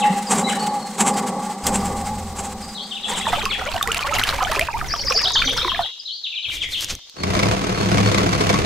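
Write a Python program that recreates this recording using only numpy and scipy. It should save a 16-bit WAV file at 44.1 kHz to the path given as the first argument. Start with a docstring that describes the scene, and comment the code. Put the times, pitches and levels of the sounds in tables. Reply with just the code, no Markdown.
"""Outdoors among trees, a small hand pump is worked: the plunger rasps and its barrel resonances ring hollow.
Water then runs into a plastic tank, built from gliding bubble tones, drop ticks, spray noise and a low drumming.
A cap scrapes and clicks on its thread, then a tractor motor comes in: a harmonic throb under gated rattle.
Songbirds whistle throughout as gliding pure tones with diffuse echoes, over a faint outdoor hiss."""
import sys
import numpy as np
from scipy import signal
from scipy.fft import rfft, irfft
from scipy.io import wavfile
from scipy.ndimage import uniform_filter1d

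SR = 44100
rng = np.random.default_rng(int(sys.argv[2]) if len(sys.argv) > 2 else 0)


def master(y):
    """Save y as 16-bit WAV."""
    cut = np.clip(np.atleast_2d(y).T, -1, 1)
    pcm = np.round(cut * 32767)  # scale
    wavfile.write(sys.argv[1], SR, pcm.astype(np.int16))


N = 381465
TIME = np.arange(N) / SR


def undb(db):
    """Decibels to gain."""
    return 10 ** (np.asarray(db) / 20)


def unit(x):
    """Scale to rms 1."""
    return x / np.sqrt(np.mean(x ** 2) + 1e-18)


def curve(table, axis=1):
    """One column of a table, joined by straight lines in time."""
    rows = np.array(table)
    return np.interp(TIME, rows[:, 0], rows[:, axis])


def noise():
    """White noise."""
    return rng.standard_normal(N)


def walk(rate, size=N):
    """Smooth chance around zero with a spread near 1, given a new target `rate` times a second."""
    targets = rng.standard_normal(size // 40)
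    return 1.5 * np.interp(TIME[:size] * rate, np.arange(size // 40), targets)


def add(track, s, sound):
    """Mix a short sound into a track at time s."""
    i = int(np.clip(s * SR, 0, N - 1))
    track[i:i + len(sound)] += sound[:N - i]


def colour(x, points, size=4096):
    """Minimum-phase filter through (frequency [Hz], level [dB]) points, scaled to rms 1."""
    hz, db = np.transpose(points)
    log_bins = np.log(np.fft.rfftfreq(size, 1 / SR) + 1)
    log_gain = np.log(undb(np.interp(log_bins, np.log(hz), db)))
    cepstrum = irfft(log_gain)[:size // 2]
    cepstrum[1:] *= 2  # folding the cepstrum makes the filter causal
    impulse = irfft(np.exp(rfft(cepstrum, size)))
    return unit(signal.fftconvolve(x, impulse)[:N])


def ring(x, modes, order=1):
    """Resonances (Hz, width Hz, dB) driven by x; a higher order gives steeper skirts."""
    out = 0
    for hz, width, db in modes:
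        peak = np.concatenate(signal.iirpeak(hz, hz / width, fs=SR))
        out = out + undb(db) * signal.sosfilt([peak] * order, x)
    return out


def grit(rate, spread_db):
    """Random tiny impacts of very unequal size, about `rate` a second, scaled to rms 1."""
    hits = rng.random(N) < rate / SR
    return unit(hits * noise() * undb(spread_db * np.minimum(rng.exponential(size=N), 4)))


def swells(table):
    """Bell-shaped pushes centred on each row's time: (s, length s, dB)."""
    power = sum(undb(2 * db) / (1 + ((TIME - s) * 2 / length) ** 2) ** 3 for s, length, db in table)
    return np.sqrt(power)


def stereo(mid, side):
    """Left and right from mid and side."""
    return np.array([mid + side, mid - side])


def echoes(x, t60, gap):
    """Diffuse reflections, different in each ear: noise tails of unit energy that build up and die away."""
    t = np.arange(SR) / SR
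    tail = rng.standard_normal((2, SR)) * undb(-60 * t / t60) * (1 - np.exp(-t / gap))
    tail /= np.sqrt(np.sum(tail ** 2, axis=1, keepdims=True))
    return signal.fftconvolve(x[None], tail, axes=1)[:, :N]


HOOK_CYCLES = 0.92  # a bubble settles from its sharp start over about this many cycles


def bubble(hz, t60, rise, cycles, hook=0):
    """A pocket of air swells for a few cycles, drops by hook octaves onto its pitch and rings out, gliding."""
    t = np.arange(int(t60 * SR) + 2) / SR
    shape = (1 - np.exp(-t * hz / max(cycles, .05))) ** 2 * undb(-60 * t / t60)
    octaves = rise * t / t60 + hook * np.exp(-t * hz / HOOK_CYCLES)
    return shape / shape.max() * np.sin(2 * np.pi * np.cumsum(hz * 2 ** octaves) / SR)


def ticks(table, t60, crack_t60, crack_hz):
    """Sharp contacts: a short noise crack plus a brief decaying tone, scaled to the row's peak."""
    out, t = np.zeros(N), np.arange(SR // 20) / SR
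    for s, db, hz, crack in table:
        snap = rng.standard_normal(len(t)) * undb(-60 * t / crack_t60)
        burst = ring(snap, [(crack_hz, crack_hz, 0)])
        tick = np.sin(2 * np.pi * hz * t) * undb(-60 * t / t60) + crack * burst
        add(out, s, undb(db) * tick / np.abs(tick).max())
    return out


def progress(length):
    """0 to 1 over a note of `length` seconds."""
    return np.linspace(0, 1, int(length * SR))


def whistle(hz, db):
    """A pure note that swells and fades along a pitch contour."""
    arch = np.abs(np.sin(np.linspace(0, np.pi, len(hz)))) ** .5
    return undb(db) * arch * np.sin(2 * np.pi * np.cumsum(hz) / SR)


# tint of the outdoor hiss: (frequency [Hz], level [dB])
AIR_TINT = [(50, -32), (180, -12), (300, 2.5), (700, -0.5), (1600, -20.5), (4000, 14), (6500, 9),
            (9000, -14), (15000, -13)]


def air():
    """Faint outdoor hiss: wide filtered noise whose level drifts slowly."""
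    hiss = stereo(colour(noise(), AIR_TINT), 1.24 * colour(noise(), AIR_TINT))
    return hiss * undb(-50.5 + walk(0.05))


# pump strokes, each catching twice: (time [s], barrel level [dB], first rasp level [dB],
# delay of second rasp [s], second rasp level [dB], stutter level [dB])
STROKES = [(0, -26, -33.5, 0.083, -60, -71), (0.321, -22.5, -21.5, 0.071, -26.5, -31.5),
           (1.012, -21.5, -21, 0.068, -23, -34.5), (1.678, -23.5, -26, 0.075, -27, -37),
           (2.395, -36.5, -33, 0.063, -35, -65), (3.099, -35, -32, 0.083, -31, -37.5)]
# plunger sliding back: (centre time [s], length [s], level [dB])
RETURNS = [(.03, 0.31, -13), (.68, 0.23, -15.5), (1.39, 0.06, -18), (1.5, 0.1, -17.5), (2.12, 0.12, -19.5),
           (2.87, 0.12, -35.5)]
# plunger squeaks: (time [s], length [s], pitch [Hz], level [dB])
SQUEAKS = [(0.468, 0.027, 2080, -26.5)]
# plunger clacks as it catches: (time [s], peak level [dB], ring pitch [Hz], crack against ring [ratio])
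CLACKS = [(1.667, -5, 2070, 2.9)]
# hollow barrel resonances: (frequency [Hz], width [Hz], level [dB])
BARREL_MODES = [(203.8, 55, 4), (401.5, 37, -5), (517, 93, -5.5), (653, 63, -10.5), (801, 65, 3),
                (926, 91, -7.5), (1132, 110, -7), (2006, 140, -22)]
# bright ringing of the plunger rod: (frequency [Hz], width [Hz], level [dB])
ROD_MODES = [(2097, 23, 1), (3250, 48, -3), (7490, 62, 1.5), (8080, 190, -2)]
# tint of the catching rasps: (frequency [Hz], level [dB])
RASP_TINT = [(240, -42), (400, -5.5), (653, -20.5), (821, 2), (987, -5), (1610, -11), (1740, -14),
             (2590, -13.5), (5000, -21), (7670, -6.5), (11800, -26.5), (12700, -42), (15500, -33)]
# tint of the sliding plunger: (frequency [Hz], level [dB])
SLIDE_TINT = [(760, -51), (1300, 7), (3520, -0.5), (5800, 0.5), (7980, 5), (12900, -14), (15500, -10)]
# low rumble, also heard in the hum, the tank and the grip: (frequency [Hz], level [dB])
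RUMBLE_TINT = [(20, 1.5), (70, 0), (180, -11), (450, -17), (1200, -36)]
RASP_S, SECOND_RASP_S, STUTTER_S, STUTTER_FADE_DB = 0.034, 0.038, 0.1065, 10
PUSH_ATTACK_S, PUSH_HOLD_S, PUSH_FADE_DB_PER_S = 0.039, 0.089, 22
SING_HZ, SING_WANDER = 828, 0.0126  # wander as a share of the pitch
THUD_S, THUD_HZ, THUD_T60_S, THUD_DB = 0.1, 193, 0.054, -12  # the plunger bottoms out


def pump():
    """The plunger catches twice, stutters and rubs the barrel into a hollow ring; it sings on the way back."""
    rub, rasps = np.zeros(N), []
    for s, barrel_db, first_db, gap, second_db, stutter_db in STROKES:
        age = TIME - s
        fade_db = PUSH_FADE_DB_PER_S * np.maximum(age - PUSH_HOLD_S, 0)
        rub += np.clip(1 + age / PUSH_ATTACK_S, 0, 1) * undb(barrel_db - fade_db)
        rasps += [(s, RASP_S, first_db), (s + gap, SECOND_RASP_S, second_db)]
        for k in range(2):
            rasps.append((s + gap + (k + 1) * STUTTER_S, SECOND_RASP_S, stutter_db - k * STUTTER_FADE_DB))
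    back = swells(RETURNS)
    rub = np.hypot(rub, back * undb(-16.5))

    barrel = ring(noise(), BARREL_MODES, order=2)
    barrel /= np.sqrt(uniform_filter1d(barrel ** 2, size=3000) + 1e-12)  # steady rubbing keeps the ring even
    sing_hz = SING_HZ * (1 + SING_WANDER * walk(55))
    sing = np.sin(2 * np.pi * np.cumsum(sing_hz) / SR) * back * undb(-4.5 + 2.8 * walk(39.5))

    slide = colour(noise() * undb(3.2 * walk(70)), SLIDE_TINT) * rub ** 0.59 * undb(-21.5)
    for s, length, hz, db in SQUEAKS:
        add(slide, s, whistle(hz * (1 + 0.016 * walk(480, size=int(length * SR))), db))
    rasp = colour(noise() * undb(walk(400)), RASP_TINT) * swells(rasps) * undb(6.5)
    scrape = slide + rasp + ticks(CLACKS, t60=0.016, crack_t60=0.041, crack_hz=6940)

    shake = colour(noise(), RUMBLE_TINT) * rub * undb(-30.5)
    add(shake, THUD_S, undb(THUD_DB) * bubble(THUD_HZ, THUD_T60_S, 0, cycles=5.0))
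    return barrel * rub + sing + undb(-0.5) * scrape + ring(scrape, ROD_MODES) + shake


# falling slurs, alone and in runs: (time [s], length [s], first pitch [Hz], level [dB])
SLURS = [(0, 0.065, 4110, -32.5), (0.479, 0.059, 3970, -31.5), (2.909, 0.022, 3840, -29.5),
         (2.951, 0.032, 3960, -29), (3.029, 0.029, 4010, -28), (3.083, 0.024, 3980, -30.5),
         (3.138, 0.031, 4180, -30.5), (3.201, 0.034, 4110, -31), (3.259, 0.03, 4120, -30.5),
         (3.323, 0.044, 4260, -28.5), (3.39, 0.027, 4150, -32.5), (3.493, 0.065, 4590, -27),
         (5.665, 0.048, 4700, -29), (5.738, 0.039, 4530, -34), (5.817, 0.039, 4440, -29),
         (6.232, 0.04, 4370, -28.5), (6.295, 0.041, 4210, -33), (6.349, 0.042, 4350, -29),
         (6.424, 0.042, 4206, -30), (6.482, 0.042, 3990, -30), (6.555, 0.026, 3900, -30.5),
         (6.6, 0.047, 4070, -29), (6.719, 0.045, 4520, -27.5), (6.767, 0.019, 3664, -29.5)]
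SLUR_FALL_HZ_PER_S = 48000


def slurs(voice):
    """Quick falling notes with an unsteady pitch and level."""
    for s, length, first_hz, db in SLURS:
        u = progress(length)
        hz = first_hz - SLUR_FALL_HZ_PER_S * length * u
        unsteady_hz = hz * (1 + 0.021 * walk(400, size=len(u)))
        add(voice, s, whistle(unsteady_hz, db + 1.67 * walk(203, size=len(u))))


# level whistles: (time [s], length [s], pitch [Hz], level [dB])
WHISTLES = [(0.118, 0.03, 4120, -42), (0.438, 0.042, 3950, -30), (0.59, 0.049, 4430, -34.5),
            (0.79, 0.09, 4270, -43), (5.832, 0.018, 3400, -34), (7.01, 0.054, 3630, -49),
            (7.174, 0.065, 4414, -41), (7.733, 0.082, 4330, -39), (8.03, 0.074, 4380, -38.5),
            (8.308, 0.033, 4370, -39)]
WHISTLE_WAVER = 0.0072  # share of the pitch


def level_whistles(voice):
    """Notes that hold one pitch with a slight waver."""
    for s, length, pitch, db in WHISTLES:
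        waver = WHISTLE_WAVER * walk(627, size=int(length * SR))
        add(voice, s, whistle(pitch * (1 + waver), db))


# short chips: (time [s], level [dB])
CHIPS = [(0.266, -33), (0.59, -43), (1.132, -44), (1.636, -41), (1.8, -43), (2.042, -47), (2.62, -41),
         (2.685, -41), (5.993, -36)]
CHIP_S, CHIP_FROM_HZ, CHIP_TO_HZ = 0.018, 5200, 4550


def chips(voice):
    """Very short notes, all with the same falling pitch."""
    for s, db in CHIPS:
        add(voice, s, whistle(CHIP_FROM_HZ + (CHIP_TO_HZ - CHIP_FROM_HZ) * progress(CHIP_S), db))


# flourishes that open a trill: (time [s], level [dB])
FLOURISHES = [(2.745, -36.5), (6.051, -33.5)]
# shape of a flourish: (time after its start [s], pitch [Hz], level [dB])
FLOURISH_SHAPE = [(0, 3806, 8.5), (0.019, 4140, 5.5), (.038, 3240, 0.5), (0.051, 2990, -3.5),
                  (.07, 4250, 0), (.1, 4620, -6), (0.133, 4820, -1)]


def flourishes(voice):
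    """One continuous note drawn through a zigzag of pitches and levels."""
    at, hz, shape_db = np.transpose(FLOURISH_SHAPE)
    t = progress(at[-1]) * at[-1]
    for s, db in FLOURISHES:
        unsteady_hz = np.interp(t, at, hz) * undb(0.194 * walk(611, size=len(t)))
        add(voice, s, whistle(unsteady_hz, db + np.interp(t, at, shape_db)))


# notes that dive and turn up again: (time [s], length [s], lowest pitch [Hz], last pitch [Hz],
# dive level [dB], climb level [dB])
DIPS = [(4.872, 0.063, 4570, 5690, -29.5, -22.5), (4.967, 0.053, 4540, 5800, -27, -25),
        (5.047, 0.06, 4610, 5940, -26.5, -19.5), (5.136, 0.048, 4520, 5570, -22.5, -18),
        (5.225, 0.067, 3150, 4640, -19, -15.5), (5.333, 0.064, 3124, 4620, -18.5, -18),
        (5.445, 0.078, 2990, 3990, -22.5, -20.5), (5.56, 0.078, 3150, 4580, -25, -23)]
DIP_TOP_HZ, DIP_TURN = 7040, 0.52  # starting pitch; turning point as a share of the note


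def dips(close):
    """Notes that plunge from a high start, turn and climb part of the way back."""
    for s, length, low_hz, end_hz, dive_db, climb_db in DIPS:
        u = progress(length)
        dive = np.maximum(1 - u / DIP_TURN, 0)
        climb = np.maximum(u - DIP_TURN, 0) / (1 - DIP_TURN)
        hz = low_hz + (DIP_TOP_HZ - low_hz) * dive ** 1.5 + (end_hz - low_hz) * climb ** 1.303
        db = dive_db - 4 * dive + (climb_db - dive_db) * np.sqrt(climb)
        unsteady_hz = hz * (1 + .015 * walk(500, size=len(u)))
        add(close, s, whistle(unsteady_hz, db + 3.2 * walk(260, size=len(u))))


TREES_PAN_DB = 1.5  # left above the middle


def birds():
    """Songs from the trees on the left and dipping notes from closer by, both feeding the trees' echo."""
    voice, close = np.zeros(N), np.zeros(N)
    slurs(voice)
    level_whistles(voice)
    chips(voice)
    flourishes(voice)
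    dips(close)
    scattered = (voice + undb(-4.5) * close) * unit(1 + 0.5 * walk(300))  # moving leaves blur the echo's pitch
    early = undb(5.0) * echoes(scattered, t60=0.27, gap=0.00093)
    late = undb(1.0) * echoes(scattered, t60=0.85, gap=0.019)
    mid, side = early + late
    pan = undb(TREES_PAN_DB * np.array([[1], [-1]]))
    return (1.57 * voice + stereo(mid, 0.54 * side)) * pan + close * np.sqrt(2)


# low hum: (time [s], level [dB])
HUM = [(1.6, -95), (1.64, -32.5), (1.9, -33), (2.73, -41), (2.77, -100)]
# hum partials: (multiple of the base pitch, level [dB])
HUM_ORDERS = [(1, -16), (2, 6.5), (3, -1)]
HUM_HZ = 40.5


def hum():
    """A low, slightly wavering stack of partials over rumble, which comes and goes."""
    phase = 2 * np.pi * np.cumsum(HUM_HZ * (1 + 0.034 * walk(14))) / SR
    tone = np.zeros(N)
    for k, db in HUM_ORDERS:
        tone += undb(db + 2.1 * walk(4.05)) * np.sin(round(k) * phase + rng.uniform(0, 2 * np.pi))
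    return (unit(tone) + undb(-2) * colour(noise(), RUMBLE_TINT)) * undb(curve(HUM))


# stream into the tank, shared by the water layers: (time [s], flow level [dB])
FLOW = [(2.91, -70), (3.03, -49), (3.11, -35), (3.36, -29.5), (3.67, -35.5), (4.11, -28), (4.56, -24.5),
        (4.81, -37.5), (5.16, -32), (5.43, -31.5), (5.71, -35.5), (5.83, -33), (5.91, -58)]
FLOW_START_S, FLOW_LENGTH_S = FLOW[0][0], FLOW[-1][0] - FLOW[0][0]
RING_CYCLES = 48  # a large bubble dies away in this many cycles, so big ones ring longer
GURGLE_HZ, GURGLE_OCTAVES = 394, 2.7  # lowest pitch and range above it


def gurgle():
    """Weaker large bubbles, left to chance in time, size and glide."""
    out = np.zeros(N)
    for when, width, strength, glide in rng.random(size=(170, 4)):
        hz = GURGLE_HZ * 2 ** (GURGLE_OCTAVES * width)
        tone = bubble(hz, RING_CYCLES / hz, 1.2 * (glide - .25), cycles=3 * glide)
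        add(out, FLOW_START_S + FLOW_LENGTH_S * when, undb(10 * strength + 6.9 * width) * tone)
    return out


SMALL_HZ, SMALL_OCTAVES, SMALL_CYCLES = 2020, 1, 46  # middle pitch, its spread, middle length of the ring


def small_bubbles():
    """A swarm of small ringing bubbles scattered between the ears."""
    out = np.zeros((2, N))
    chances, widths = rng.random(size=(1300, 5)), rng.standard_normal(size=1300)
    for (when, strength, life, glide, place), width in zip(chances, widths):
        hz = min(SMALL_HZ * 2 ** (SMALL_OCTAVES * width), SR / 4)
        tone = bubble(hz, SMALL_CYCLES * (.5 + life) / hz, 0.87 * (glide - .35), cycles=0.5)
        grain = undb(20 * strength ** 3 - 0.5 * width ** 2) * tone
        for ear, share in enumerate([.3 + place, 1.3 - place]):
            add(out[ear], FLOW_START_S + FLOW_LENGTH_S * when, grain * share)
    return out


# plops, large bubbles that pinch off at once: (time [s], peak level [dB], pitch [Hz])
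PLOPS = [(3.198, -22, 800), (3.268, -11.5, 903), (3.33, -9, 722), (3.46, -14.5, 1100), (3.62, -19.5, 756),
         (3.742, -19, 732), (3.811, -11, 1160), (4.214, -13, 1490), (4.326, -15, 1260), (4.612, -7.5, 2390),
         (4.686, -14, 946), (4.813, -14, 1235), (4.938, -12, 1180), (5.107, -12.5, 1110),
         (5.122, -9.5, 2460), (5.418, -13, 1420), (5.422, -7.5, 2360), (5.647, -12, 1015),
         (5.68, -14.5, 990), (5.718, -15.5, 1050), (5.747, -15, 1720), (5.792, -9.5, 706)]
# glugs, swelling bubbles: (time [s], length [s], first pitch [Hz], peak level [dB], rise [octaves])
GLUGS = [(3.118, 0.026, 906, -21.5, 0.19), (3.754, 0.017, 643, -16.5, .3),
         (3.878, 0.034, 1000, -20.5, 0.66), (4.04, 0.032, 1033, -20.5, 0.23),
         (4.077, 0.051, 535, -24, 0.25), (4.42, 0.021, 778, -15.5, -0.093), (4.602, 0.034, 582, -18, 0.33),
         (4.739, 0.031, 835, -18.5, 0.3), (5.144, 0.021, 633, -22.5, 0.34)]
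GLUG_FADE_DB = 2.5
PLOP_SWELL_CYCLES, PLOP_GLIDE_OCTAVES, HOOK_OCTAVES = 0.23, -0.14, 0.86  # plops start sharp by the hook


def plops_and_glugs():
    """Plops pinch off sharp and settle on their pitch; glugs swell and mostly rise toward the surface."""
    out = np.zeros(N)
    for s, db, hz in PLOPS:
        tone = bubble(hz, RING_CYCLES / hz, PLOP_GLIDE_OCTAVES, PLOP_SWELL_CYCLES, HOOK_OCTAVES)
        add(out, s, undb(db) * tone)
    for s, duration, hz, db, rise in GLUGS:
        u = progress(duration)
        add(out, s, whistle(hz * 2 ** (rise * u), db - GLUG_FADE_DB * u))
    return out


# stream drumming on the tank: (time [s], level [dB])
DRUM = [(2.95, -57), (3.15, -34), (3.7, -32.5), (5.2, -32), (5.82, -33), (5.92, -69)]
# drops striking the plastic: (time [s], peak level [dB], ring pitch [Hz], crack against ring [ratio])
DROPS = [(3.4547, -6.5, 2640, 0.82), (3.7647, -14, 2910, 0.36), (3.8274, -4.5, 3630, 1),
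         (3.8745, -8.5, 1960, 0.67), (3.9175, -6.5, 2920, 0.19), (3.9458, -5.5, 2650, 0.99),
         (3.992, -14, 3070, 0.16), (4.237, -4, 3050, 0.61), (4.5942, 0, 2030, 0.84)]
# tint of the spray: (frequency [Hz], level [dB])
SPRAY_TINT = [(160, -42), (260, -45), (350, -21), (760, -13.5), (3000, -15), (4100, -17.5), (15400, -36)]
# tint of the spattering tiny drops: (frequency [Hz], level [dB])
SPATTER_TINT = [(1000, -43), (3000, -47), (6500, 10), (9000, 5), (15500, -13)]
SMALL_DB, GURGLE_DB, SPRAY_DB, SPATTER_DB = -3, -7.5, -6, -15
GULP_DB, SPRAY_FLICKER_DB, SPATTER_SPREAD_DB = 2.5, 4, 6.9


def water():
    """The stream traps bubbles large and small, throws drops at the plastic and drums on the tank."""
    flow = undb(curve(FLOW))
    gulps = undb(GULP_DB * walk(28))  # the stream breaks into uneven slugs
    fizz = unit(small_bubbles() * gulps) * undb(SMALL_DB)
    bubbling = (fizz + unit(gurgle()) * undb(GURGLE_DB)) * flow

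    spray = stereo(colour(grit(4000, 1.2), SPRAY_TINT), 0.28 * colour(noise(), SPRAY_TINT))
    spray = spray * flow * gulps * undb(SPRAY_DB + SPRAY_FLICKER_DB * walk(110))
    force = np.minimum(flow / undb(-32), 1) ** 2  # a weak stream spatters far less
    spatter = np.array([colour(grit(27, SPATTER_SPREAD_DB), SPATTER_TINT) for ear in range(2)])
    spatter = spatter * flow * force * undb(SPATTER_DB)
    drum = stereo(colour(noise(), RUMBLE_TINT), 0.57 * colour(noise(), RUMBLE_TINT))
    drum = drum * undb(curve(DRUM) - 2.5 + 2.0 * walk(16))

    near = plops_and_glugs() + ticks(DROPS, t60=0.015, crack_t60=0.011, crack_hz=5500)
    reflected = undb(-11.0) * echoes(near + bubbling.mean(axis=0), t60=0.11, gap=0.0054)
    wet = near + bubbling + spray + spatter + drum + reflected
    return wet * undb(np.array([[-.6], [.6]]))  # slightly right


# last push of the fingers: (centre time [s], length [s], level [dB])
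LAST_TWIST = [(6.93, 0.025, -29)]
# cap clicks: (time [s], peak level [dB], ring pitch [Hz], crack against ring [ratio])
CAP_CLICKS = [(6.485, -33, 1200, 0.42), (6.4995, -25, 1540, 0.34), (6.69, -26, 2190, 0.42),
              (6.808, -13.5, 4550, 0.92), (6.845, -9, 5700, 1), (6.952, -16, 6000, 0.41),
              (7.097, -26, 4350, 0.43)]
# cap thread scrapes: (centre time [s], length [s], scrape level [dB], hiss level [dB])
SCRAPES = [(6.546, 0.059, -33.5, -36), (6.638, 0.044, -33, -58), (6.727, 0.056, -37, -37),
           (6.785, 0.055, -38, -44), (6.827, 0.041, -27.5, -30), (6.906, 0.04, -24, -38)]
# tint of the scrapes: (frequency [Hz], level [dB])
SCRAPE_TINT = [(180, -34), (300, -11.5), (1150, -13), (2640, -5.5), (4660, -5), (6500, -7), (8000, -13),
               (13800, -37), (14500, -48)]
# tint of the thread hiss: (frequency [Hz], level [dB])
THREAD_HISS_TINT = [(1500, -31), (4000, 1), (6000, 0), (9000, -3), (11500, -7), (13800, -3), (14700, -34.5)]
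GRIP_FROM_S, GRIP_TO_S, GRIP_DB = 6.47, 6.98, -42  # the tank rumbles under the fingers


def cap():
    """The cap scrapes and hisses along its thread and clicks home while the fingers jostle the tank."""
    held = uniform_filter1d(1. * ((TIME > GRIP_FROM_S) & (TIME < GRIP_TO_S)), size=1500)
    grip = colour(noise(), RUMBLE_TINT) * (held * undb(GRIP_DB) + swells(LAST_TWIST))
    scrape = stereo(colour(grit(5000, 0.78), SCRAPE_TINT), 0.11 * colour(noise(), SCRAPE_TINT))
    scrape = scrape * swells([(s, length, db) for s, length, db, _ in SCRAPES])
    hiss = colour(noise(), THREAD_HISS_TINT) * swells([(s, length, db) for s, length, _, db in SCRAPES])
    return scrape + hiss + grip + ticks(CAP_CLICKS, t60=0.0053, crack_t60=0.013, crack_hz=6800)


# tractor motor: (time [s], firing rate [Hz], rattle level [dB], throb level [dB])
MOTOR = [(7.14, 27.92, -59, -70), (7.17, 28, -33, -49), (7.24, 29.58, -23.5, -27),
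         (7.32, 32.04, -18.5, -29.5), (7.52, 35.78, -15, -20), (7.6, 39.99, -20, -41),
         (7.86, 34.43, -17.5, -23), (8.06, 35, -15.5, -19), (8.3, 34.15, -16, -26.5),
         (8.6, 32.37, -16, -24.5)]
# throb partials: (multiple of the firing rate, level [dB])
THROB_ORDERS = [(1, -33), (2, -8.5), (3, 1), (4, -10.5), (5, -13), (6, -8)]
# tint of the motor's roar: (frequency [Hz], level [dB])
MOTOR_TINT = [(18, -42), (30, -16), (70, -6.5), (134, -7), (198, -3), (250, -6.5), (369, -3.5), (480, -10),
              (650, -8), (822, -13.5), (1060, -12), (1880, -18.5), (2200, -17), (3150, -20.5),
              (6340, -25.5), (13500, -44.5), (14800, -67)]
# knocks of loose parts: (time [s], level [dB])
KNOCKS = [(7.234, -18.5), (7.3505, -18), (7.391, -16), (7.431, -16), (7.981, -17), (8.073, -18.5),
          (8.144, -20), (8.181, -15), (8.33, -17), (8.411, -19), (8.492, -14.5), (8.54, -15.5)]
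# thuds of the casing: (frequency [Hz], width [Hz], level [dB])
CASING_MODES = [(340, 320, 10), (616, 57, 10.5), (1104, 340, 13.5)]
# clinks of the loose parts: (frequency [Hz], width [Hz], level [dB])
CLINK_MODES = [(2235, 380, 12.5), (3650, 520, -3), (4200, 3800, 1.5), (5130, 270, -2.5), (6100, 150, -11)]
CLATTER_DB = -14  # weaker knocks, one on each firing
KNOCK_T60_S, CLINK_T60_S, KNOCK_THUD_DB = 0.045, 0.04, 1  # last: the thud of a knock against its clink
SPREAD_HZ = 770  # above this the rattle differs between left and right


def tractor():
    """Lumpy firings throb under a rattle gated by each cycle; loose parts thud and clink on the casing."""
    turns = np.cumsum(curve(MOTOR) * (1 + 0.014 * walk(25))) / SR  # firing cycles so far
    running = TIME > MOTOR[0][0]
    power = undb(curve(MOTOR, axis=2)) * running
    throb = np.zeros(N)
    for k, db in THROB_ORDERS:
        throb += undb(db + 2 * walk(14)) * np.sin(2 * np.pi * (round(k) * turns + rng.random()))

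    gate = (.6 + np.exp(-(turns % 1) / .22)) * undb(1.6 * walk(300))
    strike = np.exp(-(turns % 1) / .16)
    thuds = undb(CLATTER_DB) * strike * power * undb(-3.5)
    clinks = thuds.copy()
    t = np.arange(SR // 20) / SR
    for s, db in KNOCKS:
        add(thuds, s, undb(db + KNOCK_THUD_DB - 60 * t / KNOCK_T60_S))
        add(clinks, s, undb(db - 60 * t / CLINK_T60_S))

    def rattle():
        """Gated roar of the motor and the ring of the blows on its casing."""
        blows = ring(thuds * rng.choice([-1, 1], N), CASING_MODES, order=2)
        blows = blows + ring(clinks * rng.choice([-1, 1], N), CLINK_MODES, order=2)
        roar = colour(grit(5000, 1.4) * gate, MOTOR_TINT)
        return power * undb(-2.5) * roar + undb(5.5) * blows

    treble = signal.butter(2, SPREAD_HZ, "high", fs=SR, output="sos")
    bass = signal.butter(1, SPREAD_HZ, fs=SR, output="sos")
    shared = rattle()
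    near = running * undb(curve(MOTOR, axis=3)) * unit(throb)
    near = near + 0.5 * shared + .5 * signal.sosfilt(bass, shared)
    apart = np.array([signal.sosfilt(treble, rattle()) for ear in range(2)]) * undb(-2.5)
    # the sound reaches the left side about half a millisecond late
    direct = np.array([np.roll(near, SR // 2200), near * undb(-1.0)])
    return direct + undb(-6.0) * echoes(near, t60=0.09, gap=0.0062) + apart


def scene():
    """All sources together."""
    return air() + pump() + birds() + hum() + water() + cap() + tractor()


TOP_HZ = 15500


def record(dry):
    """A steep low-pass removes everything above TOP_HZ."""
    return signal.sosfilt(signal.ellip(8, .2, 70, TOP_HZ, fs=SR, output="sos"), dry)


dry = scene()
out = record(dry)
master(out)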